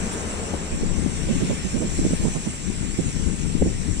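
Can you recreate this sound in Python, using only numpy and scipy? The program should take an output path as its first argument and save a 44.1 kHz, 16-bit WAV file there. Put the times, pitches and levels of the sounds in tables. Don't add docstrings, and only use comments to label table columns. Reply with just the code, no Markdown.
import sys
import numpy as np
from scipy import signal
from scipy.fft import rfft, irfft
from scipy.io import wavfile
from scipy.ndimage import uniform_filter1d

SR = 44100
rng = np.random.default_rng(int(sys.argv[2]) if len(sys.argv) > 2 else 0)


def pcm_store(signal):
    levels = np.round(np.clip(np.atleast_2d(signal), -1, 1) * 32767)
    wavfile.write(sys.argv[1], SR, levels.astype(np.int16).T)


N = 176400


def amp(db):
    return 10 ** (np.asarray(db) / 20)


def unit_rms(x):
    return x / np.sqrt(np.mean(x ** 2) + 1e-20)


def spectrum(table, hz, column=1):
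    table = np.array(table, float)
    return np.interp(np.log(hz + 1), np.log(table[:, 0] + 1), table[:, column])


def curve(table, t, column=1):
    table = np.array(table, float)
    return np.interp(t, table[:, 0], table[:, column])


def wander(rate_hz):
    hz = np.fft.rfftfreq(N, 1 / SR)
    return unit_rms(irfft(rfft(rng.standard_normal(N)) / (1 + (hz / rate_hz) ** 4), N))


def band(centre_hz, width_hz):
    hz = np.fft.rfftfreq(N, 1 / SR)
    bell = 1 / (1 + ((hz - centre_hz) / width_hz) ** 2) ** 2
    return unit_rms(irfft(rfft(rng.standard_normal(N)) * bell, N))


def correlate(a, b, correlation):
    return np.array([a, correlation * a + np.sqrt(1 - correlation ** 2) * b])


def traffic():
    # frequency in Hz, relative spectral level in dB.
    colour = [(25, -72), (80, -52), (125, -79), (185, -56), (270, -66.5), (430, -61.5), (700, -70),
              (1100, -73.5), (1700, -77.5), (3000, -114)]
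    # time in seconds, gain in dB.
    fade = [(0, 2), (.55, 2.5), (.8, -3), (2.3, -8), (2.7, -14.5), (4, -13.5)]
    # frequency in Hz, correlation between the ports.
    coherence = [(300, 0.91), (1000, 0.03)]
    hz = np.fft.rfftfreq(N, 1 / SR)
    a, b = rfft(rng.standard_normal((2, N)))
    noise = correlate(a, b, spectrum(coherence, hz))
    roar = irfft(noise * amp(spectrum(colour, hz)), N) * np.sqrt(SR / 2)
    sides_db = np.array([[1.5], [-1.5]])
    return roar * amp(curve(fade, np.arange(N) / SR) + sides_db)


def tyres(start_db=-41.5, fade_s=0.4):
    fade = np.exp(-(np.arange(N) / SR / fade_s) ** 2)
    return amp(start_db) * fade * np.array([band(centre_hz=1500, width_hz=1800) for port in range(2)])


def river(gain_db=-0.54, patchy_db=2.73, left_lag_s=0.0005, left_swell=1.18):
    # frequency in Hz, relative spectral level in dB on the left, then on the right.
    rush = [(60, -62, -63), (180, -60, -61), (350, -69, -71), (600, -77, -78), (1400, -78.5, -78.5),
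            (2300, -73.5, -77), (2900, -74.5, -79.5), (3400, -78, -82), (4500, -83, -82.5),
            (5000, -79.5, -82.5), (5650, -72.5, -83), (6450, -77.5, -78), (7100, -74.2, -70.5),
            (7650, -73.7, -68.7), (8300, -74, -74), (9120, -74.5, -78.5), (9600, -86.5, -89),
            (10600, -95, -97), (12200, -103, -104), (15000, -107.5, -107.5)]
    # time in seconds, midrange swell in dB, treble swell in dB (scaled up on the left).
    swells = [(0, 3, 1.3), (0.38, 1, 1), (0.85, 1, -1.5), (1.12, 1.5, 0.1), (1.43, 5.5, 0.7),
              (1.8, 0.8, 0.9), (1.97, 2, 3.2), (2.27, 1.5, 2.5), (2.6, 0.1, -0.5), (2.92, 1.1, 0.3),
              (3.3, 0.3, 0.2), (4, -0.8, -0.2)]
    # frequency in Hz, correlation between the ports apart from the lag.
    coherence = [(60, 1), (400, 0.2), (1500, 0.29), (4000, 0.55), (5700, 0.31), (6550, 1), (7300, 0.11),
                 (8100, 0.85), (10000, 0.17)]
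    hz, t, noise = signal.stft(rng.standard_normal((2, N)), SR, nperseg=1024, noverlap=768)
    noise = correlate(noise[0], noise[1], spectrum(coherence, hz)[:, None])
    noise[0] *= np.exp(-2j * np.pi * hz * left_lag_s)[:, None]
    treble = spectrum([(3800, 0.12), (6000, 0.99)], hz)[:, None]
    mid = spectrum([(500, 0), (1800, 1)], hz)[:, None] * (1 - treble)
    mid_db, treble_db = mid * curve(swells, t), treble * curve(swells, t, column=2)
    swell_db = np.array([mid_db + left_swell * treble_db, mid_db + treble_db])
    patches = uniform_filter1d(rng.standard_normal(noise.shape[1:]), size=7, axis=0)
    patches = unit_rms(uniform_filter1d(patches, size=8, axis=1))
    colour_db = np.array([spectrum(rush, hz), spectrum(rush, hz, column=2)])[:, :, None]
    noise *= amp(gain_db + colour_db + swell_db + (treble + mid / 2) * patchy_db * patches)
    return np.sqrt(SR / 2) * signal.istft(noise, SR, nperseg=1024, noverlap=768)[1][:, :N]


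def twigs():
    # frequency in Hz, relative spectral level in dB.
    colour = [(1200, -93), (3300, -70), (6000, -85), (8600, -61.5), (10300, -81), (15000, -96)]
    # peak time in seconds, half length in seconds, gain in dB.
    swishes = [(0.134, 0.019, -5), (1.42, 0.22, -14)]
    hz, t = np.fft.rfftfreq(N, 1 / SR), np.arange(N) / SR
    hiss = irfft(rfft(rng.standard_normal((2, N))) * amp(spectrum(colour, hz)), N) * np.sqrt(SR / 2)
    return hiss * sum(amp(db) * np.exp(-((t - peak) / half) ** 2) for peak, half, db in swishes)


def wind_rumble(windward_db=-1.14, lee_db=-15.5, lumpy_db=3.0, lump_hz=18):
    # time in seconds, relative wind level in dB.
    breeze = [(0, -28), (0.65, -34.5), (0.8, -21), (1.02, -17.5), (1.25, -25.5), (1.45, -20.5),
              (1.72, -30.5), (1.95, -18.5), (2.12, -23), (2.35, -24.5), (2.57, -27.5), (2.72, -21.5),
              (2.95, -27), (3.06, -19), (3.35, -22), (3.62, -20), (4, -20)]
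    # frequency in Hz, relative spectral level in dB.
    colour = [(8, -47), (25, 7.5), (50, -2), (80, 0.5), (115, -6), (170, -0.5), (240, -5.5), (330, -11),
              (450, -19), (650, -34.5), (1000, -34.5), (2500, -93)]
    hz = np.fft.rfftfreq(N, 1 / SR)
    level = amp(curve(breeze, np.arange(N) / SR))
    ports = []
    for port_db in (windward_db, lee_db):
        turbulence = rng.standard_normal(N) * amp(lumpy_db * wander(lump_hz))
        rumble = unit_rms(irfft(rfft(turbulence) * amp(spectrum(colour, hz)), N))
        ports.append(amp(port_db) * level * rumble)
    return np.array(ports)


def wind_puffs(port_db=(0, -1), edge_order=2.69, kick_s=0.013, size=16384):
    # peak time and length in seconds, relative level in dB, nominal upper edge in Hz,
    # port (0 left, 1 right).
    eddies = [(0.54, 0.011, -20, 564, 0), (0.738, 0.04, -20.5, 220, 1), (0.836, 0.016, -17.5, 310, 1),
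              (0.975, 0.05, -20, 168, 0), (1.063, 0.0069, -12, 342, 0), (1.303, 0.06, -16, 313, 1),
              (1.365, 0.018, -16, 199, 0), (1.424, 0.05, -17, 300, 1), (1.512, 0.035, -17, 372, 1),
              (1.661, 0.039, -19, 211, 1), (1.759, 0.046, -17, 317, 1), (1.829, 0.054, -19, 360, 1),
              (1.994, 0.018, -14.5, 277, 1), (2.052, 0.01, -12, 312, 1), (2.067, 0.01, -11.5, 316, 1),
              (2.109, 0.0099, -16.5, 353, 1), (2.135, 0.0077, -10.5, 374, 1), (2.216, 0.04, -18, 230, 0),
              (2.254, 0.039, -14, 296, 1), (2.284, 0.01, -14, 240, 1), (2.364, 0.023, -17.5, 296, 1),
              (2.476, 0.034, -19.5, 297, 1), (2.702, 0.021, -19.5, 240, 0), (2.995, 0.02, -13, 312, 1),
              (3.199, 0.0093, -17.5, 214, 0), (3.265, 0.009, -18.5, 237, 0), (3.552, 0.011, -16.5, 266, 0),
              (3.622, 0.03, -12.5, 170, 0), (3.623, 0.012, -12, 506, 1), (3.665, 0.04, -17, 372, 1),
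              (3.886, 0.024, -17.5, 183, 0)]
    # frequency in Hz, relative gain in dB on the left, then on the right.
    colour = [(10, 8, -12), (35, 0.5, -0.5), (80, 3, -3.5), (124, -6.5, -6), (166, 2.5, 5.5), (275, 5.5, 1),
              (617, -0.5, 1.5), (990, -2, -11.5)]
    out = np.zeros((2, N + size))
    t, hz = (np.arange(size) - size // 2) / SR, np.fft.rfftfreq(size, 1 / SR)
    for peak, length, db, edge_hz, port in eddies:
        width_s = length * np.where(t < 0, 0.5, 0.64)
        flow = 1 / (1 + np.abs(t / width_s) ** 2.6)
        low_pass = 1 / np.sqrt(1 + (hz / edge_hz) ** (2 * edge_order))
        noise = irfft(rfft(rng.standard_normal(size)) * low_pass, size)
        position = np.cumsum(flow ** 0.45)
        swirl = unit_rms(flow * np.interp(position, np.arange(size), noise))
        kick_hz = 0.67 * edge_hz
        phase = 2 * np.pi * kick_hz * t
        kick = unit_rms(-phase * np.exp(-phase ** 2 / 2))
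        kick_share = 0.45 * min(1, kick_s / length) ** 2
        pressure = np.sqrt(1 - kick_share) * swirl + np.sqrt(kick_share) * kick
        burst = unit_rms(irfft(rfft(pressure) * amp(spectrum(colour, hz, column=1 + port)), size))
        start = round(peak * SR) - size // 2
        out[port, start:start + size] += amp(db + port_db[port]) * burst * np.sqrt(np.mean(flow ** 2))
    return out[:, :N]


def wind_flutter(ragged_db=3, ragged_hz=70):
    # peak time in seconds, length in seconds, peak rms level in dB.
    flutters = [(1.509, .035, -34), (1.819, 0.02, -33.5), (2.262, 0.038, -34.5), (2.36, 0.021, -35),
                (2.468, .02, -35)]
    t = np.arange(N) / SR
    level = sum(amp(db) * np.exp(-2 * ((t - peak) / length) ** 2) for peak, length, db in flutters)
    flutter = unit_rms(band(centre_hz=806, width_hz=490) * amp(ragged_db * wander(ragged_hz)))
    return np.array([np.zeros(N), level * flutter])


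def scene():
    return river() + traffic() + tyres() + twigs() + wind_rumble() + wind_puffs() + wind_flutter()


def record(dry):
    edge_hz = 15700
    low_pass = signal.firwin(511, edge_hz, window=("kaiser", 9), fs=SR)
    return signal.oaconvolve(dry, low_pass[None], "same")


dry = scene()
out = record(dry)
pcm_store(out)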